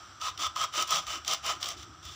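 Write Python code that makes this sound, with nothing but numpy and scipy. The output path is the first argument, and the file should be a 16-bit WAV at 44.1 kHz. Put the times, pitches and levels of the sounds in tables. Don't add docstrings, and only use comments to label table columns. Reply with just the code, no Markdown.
import sys
import numpy as np
from scipy import signal
from scipy.fft import rfft, irfft
from scipy.io import wavfile

SR = 44100
rng = np.random.default_rng(int(sys.argv[2]) if len(sys.argv) > 2 else 0)


def unload_audio(sound):
    columns = np.transpose(np.atleast_2d(sound))
    steps = np.round(np.clip(columns, -1, 1) * 32767)
    wavfile.write(sys.argv[1], SR, steps.astype(np.int16))


N = 94815
TIME = np.arange(N) / SR


def from_db(db):
    return 10 ** (np.asarray(db) / 20)


def unit_level(x):
    return x / np.sqrt(np.mean(x ** 2) + 1e-20)


def through(x, response):
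    return signal.fftconvolve(x, response / np.sqrt(np.sum(response ** 2)))[:N]


def colour(points, size=4096):
    hz, db = np.transpose(points)
    grid_hz = np.maximum(np.arange(size // 2 + 1) * SR / size, 1)
    gains = from_db(np.interp(np.log(grid_hz), np.log(hz), db))
    cepstrum = irfft(np.log(gains))
    cepstrum[1:size // 2] *= 2
    cepstrum[size // 2 + 1:] = 0
    return irfft(np.exp(rfft(cepstrum)))


def body(modes, band_hz, size=4096):
    t = TIME[:size]
    tones = 0
    for k, (hz, width, db) in enumerate(modes):
        fade = from_db(db) * np.sqrt(width) * np.exp(-np.pi * width * t)
        tones = tones + (-1) ** k * fade * np.sin(2 * np.pi * hz * t)
    return signal.sosfilt(signal.butter(2, band_hz, "band", fs=SR, output="sos"), tones)


def drift(rate_hz):
    pole = np.exp(-2 * np.pi * rate_hz / SR)
    wander = signal.lfilter([1], [1, -2 * pole, pole * pole], rng.standard_normal(N + SR))
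    return unit_level(wander[SR:])


# frequency in Hz, relative level in dB.
HISS_TONE = [(200, -13.5), (330, -7), (450, -18.5), (720, -7.5), (930, -9), (1150, -2.5), (1275, 6),
             (1420, -2), (2000, -13), (2600, -14.5), (3300, -8.5), (4200, -16), (5000, -13.5), (5700, -6),
             (6200, -13), (6600, -31), (7400, -12.5), (8200, -26), (10000, -37), (13500, -40)]
RUMBLE_TONE = [(20, -10), (45, -42), (60, 1), (77, 0.5), (100, 0), (160, -11), (230, -27), (330, -9),
               (500, -33), (1500, -81)]
# time in seconds, level in dB.
HISS_LOUDNESS = [(0, -49), (.17, -52), (1.7, -51), (1.952, -53.5), (2.15, -54.5)]
RUMBLE_LOUDNESS = [(0, -60), (.45, -58), (.7, -63), (1.3, -60.5), (1.5, -57), (2.15, -54)]


def background(tone, loudness):
    level_db = np.interp(TIME, *np.transpose(loudness))
    return from_db(level_db) * through(rng.standard_normal(N), colour(tone))


def room(x, gap_s=0.0085, fade_s=0.21, level_db=-11.5, dull_hz=7000):
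    t = TIME[:SR // 2]
    tail = rng.standard_normal(len(t)) * (t > gap_s) * np.exp(-np.log(1000) * t / fade_s)
    dulling = signal.butter(2, dull_hz, fs=SR, output="sos")
    return from_db(level_db) * signal.sosfilt(dulling, through(x, tail))


# start in seconds, pitch in Hz, level in dB.
HAND_BUMPS = [(.3, 84, -61), (0.374, 324, -55.5), (.44, 76.7, -52), (.6, 141, -59.5), (.77, 340, -50.5),
              (.93, 168.3, -52), (1.07, 75.8, -51), (1.131, 337, -53), (1.185, 73, -53.5),
              (1.529, 335, -56.5), (1.743, 332, -56), (1.785, 80, -52), (1.868, 320, -55.5),
              (2.045, 82.5, -48)]


def bumps(rise_s=0.022, width_share=0.17):
    out = 0
    for start, hz, db in HAND_BUMPS:
        age = np.maximum(TIME - start, 0) / rise_s
        swell = age * np.exp(1 - age)
        response = body([(hz, hz * width_share, 0)], (hz * .7, hz * 1.4))
        rub = swell * through(rng.standard_normal(N), response)
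        level_match = np.sqrt(np.sum(swell ** 2) / np.sum(rub ** 2))
        out = out + from_db(db) * level_match * rub
    return out


# time in seconds, level in dB.
WALL_CRACKS = [(0.75, -42), (0.8246, -20), (0.8767, -27), (0.9075, -17.5), (1.0784, -33), (1.279, -19),
               (1.322, -23.5), (1.3355, -19), (1.4636, -22.5), (1.612, -37), (1.671, -29), (1.6844, -30.5),
               (1.688, -21), (2.0525, -33.5)]
# frequency in Hz, relative level in dB.
CRACK_TONE = [(400, -48), (1300, 7), (2200, 5.5), (3300, 4), (4100, 1.5), (5700, 17.5), (8200, 3.5),
              (10200, -3.5), (13000, -11), (16000, 0)]


def cracks(tail_share=0.27, decay_s=0.0019):
    clicks, age = np.zeros(N), TIME[:SR // 50]
    for start, db in WALL_CRACKS:
        tail = tail_share * np.exp(-age / decay_s) * rng.standard_normal(len(age))
        clicks[int(start * SR):][:len(age)] += from_db(db) * ((age == 0) + tail)
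    response = colour(CRACK_TONE)
    return signal.fftconvolve(clicks, response / np.abs(response).max())[:N]


# time in seconds, crunch level in dB, ring level in dB.
BLADE_SNAGS = [(0.214, -32, -35), (0.3764, -33.5, -50), (0.5604, -29, -25), (.572, -44, -35),
               (0.6388, -26, -26.5), (.777, -38, -43), (0.8238, -26, -24), (0.9054, -48, -26),
               (1.068, -33.5, -39.5), (1.248, -35, -51), (1.2799, -27, -44), (1.311, -26, -36),
               (1.3223, -38, -35.5), (1.6283, -23, -34.5), (1.642, -29, -46), (1.658, -28.5, -39),
               (1.69, -37, -52), (1.704, -32.5, -38), (1.829, -37.5, -51)]


def snags(snap_size=1.33, decay_s=0.003):
    forces, age = np.zeros((2, N)), TIME[:SR // 20]
    snap = snap_size * (age == 0)
    for start, *levels_db in BLADE_SNAGS:
        burst = np.exp(-age / decay_s) * rng.standard_normal(len(age))
        forces[:, int(start * SR):][:, :len(age)] += from_db(levels_db)[:, None] * (snap + burst)
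    return forces


# frequency in Hz, relative level in dB.
CRUNCH_TONE = [(150, -18.5), (450, -25), (1000, -30), (1600, -9.5), (2050, -6), (2600, -5), (3000, 1.5),
               (3500, 6), (4150, -2.5), (4750, -1), (5100, -1), (5500, 2), (6100, 1.5), (6600, -9.5),
               (7000, -4), (7500, -4), (8100, -15), (10000, -20), (12300, -27), (13700, -31), (14800, -26),
               (16000, -12)]
# pitch in Hz, width in Hz, relative level in dB.
CUT_TONES = [(1052, 89, -6), (1212, 81, 1), (1277.2, 80, 2.5)]
BLOCK_TONES = [(182, 47, -15), (340, 106, -13.5), (635, 95, 4.5), (818, 94, 1.5)]


def foam(crunch_force, ring_force, hollow_force):
    crunch = through(crunch_force, colour(CRUNCH_TONE))
    ring = through(ring_force, body(CUT_TONES, band_hz=(910, 1400)))
    hollow = through(hollow_force, body(BLOCK_TONES, band_hz=(133, 1130)))
    return crunch + ring + hollow


def tearing(speed, spread_db=3, rub_share=0.57, judder_db=0.62):
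    cells_per_s = 900 + 4500 * speed
    sizes = from_db(spread_db * np.minimum(rng.exponential(1, N), 4)) * rng.choice([-1, 1], N)
    bursts = rng.random(N) < cells_per_s / SR
    cells = unit_level(sizes * bursts / np.sqrt(cells_per_s))
    rubbing = rub_share * rng.standard_normal(N)
    judder = from_db(judder_db * drift(rate_hz=52))
    return unit_level((cells + rubbing) * judder)


# start, fastest moment and end in seconds, swell (low is flat, high is
# peaked), crunch, ring and hollow levels in dB, blade pitch in Hz, blade level in dB.
SAW_STROKES = [(0.197, 0.269, 0.31, 1, -35, -33, -51.5, 3110, -42.5),
               (0.383, 0.445, 0.48, 0.62, -32, -32, -50.5, 3580, -43.5),
               (0.551, 0.63, 0.66, 0.76, -32.5, -32.5, -47, 3365, -38),
               (0.718, 0.798, 0.85, 1.06, -29.5, -33, -44.5, 3114, -34),
               (0.857, .945, 1.027, 1.88, -28, -30, -42, 3420, -36.5),
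               (1.062, 1.115, 1.194, 0.57, -37, -40, -52, 3070, -39),
               (1.249, 1.319, 1.3677, 1.28, -29.5, -35.5, -42, 3290, -39),
               (1.416, 1.493, 1.554, 1.72, -31, -32.5, -42.5, 3110, -33),
               (1.6, 1.677, 1.745, 0.61, -38.5, -46, -50.5, 3300, -46.5),
               (1.767, 1.779, 1.855, 0.48, -49, -58, -78, 3180, -64),
               (2.025, 2.07, 2.35, 0.3, -47.5, -54, -68.5, 3670, -59)]


def strokes(crumbs_db=-18.5, crumbs_s=0.026, blade_width_hz=152):
    speeds = [np.sin(np.pi / 2 * np.interp(TIME, row[:3], [0, 1, 0])) for row in SAW_STROKES]
    force = tearing(sum(speeds))
    blade, foam_forces = 0, 0
    for speed, (_, _, end, swell, *foam_db, blade_hz, blade_db) in zip(speeds, SAW_STROKES):
        crumbs = from_db(crumbs_db) * np.exp(-np.abs(TIME - end) / crumbs_s)
        push = force * np.hypot(speed ** swell, crumbs)
        foam_forces = foam_forces + from_db(foam_db)[:, None] * push
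        blade_tone = body([(blade_hz, blade_width_hz, 0)], (blade_hz / 2, blade_hz * 2))
        blade = blade + from_db(blade_db) * through(push, blade_tone)
    return blade, foam_forces


def scene():
    blade, (crunch, ring, hollow) = strokes()
    snag_crunch, snag_ring = snags()
    saw = blade + cracks() + foam(crunch + snag_crunch, ring + snag_ring, hollow)
    mix = saw + room(saw) + bumps()
    mix += background(HISS_TONE, HISS_LOUDNESS) + background(RUMBLE_TONE, RUMBLE_LOUDNESS)
    return mix[None]


def record(dry, low_cut_hz=39, peak_hz=15000, peak_gain=1.778, top_hz=15500):
    heard = signal.sosfilt(signal.butter(2, low_cut_hz, "high", fs=SR, output="sos"), dry)
    ringing = signal.lfilter(*signal.iirpeak(peak_hz, Q=22, fs=SR), heard)
    steep_cut = signal.ellip(10, .3, 70, top_hz, fs=SR, output="sos")
    return signal.sosfilt(steep_cut, heard + peak_gain * ringing)


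dry = scene()
out = record(dry)
unload_audio(out)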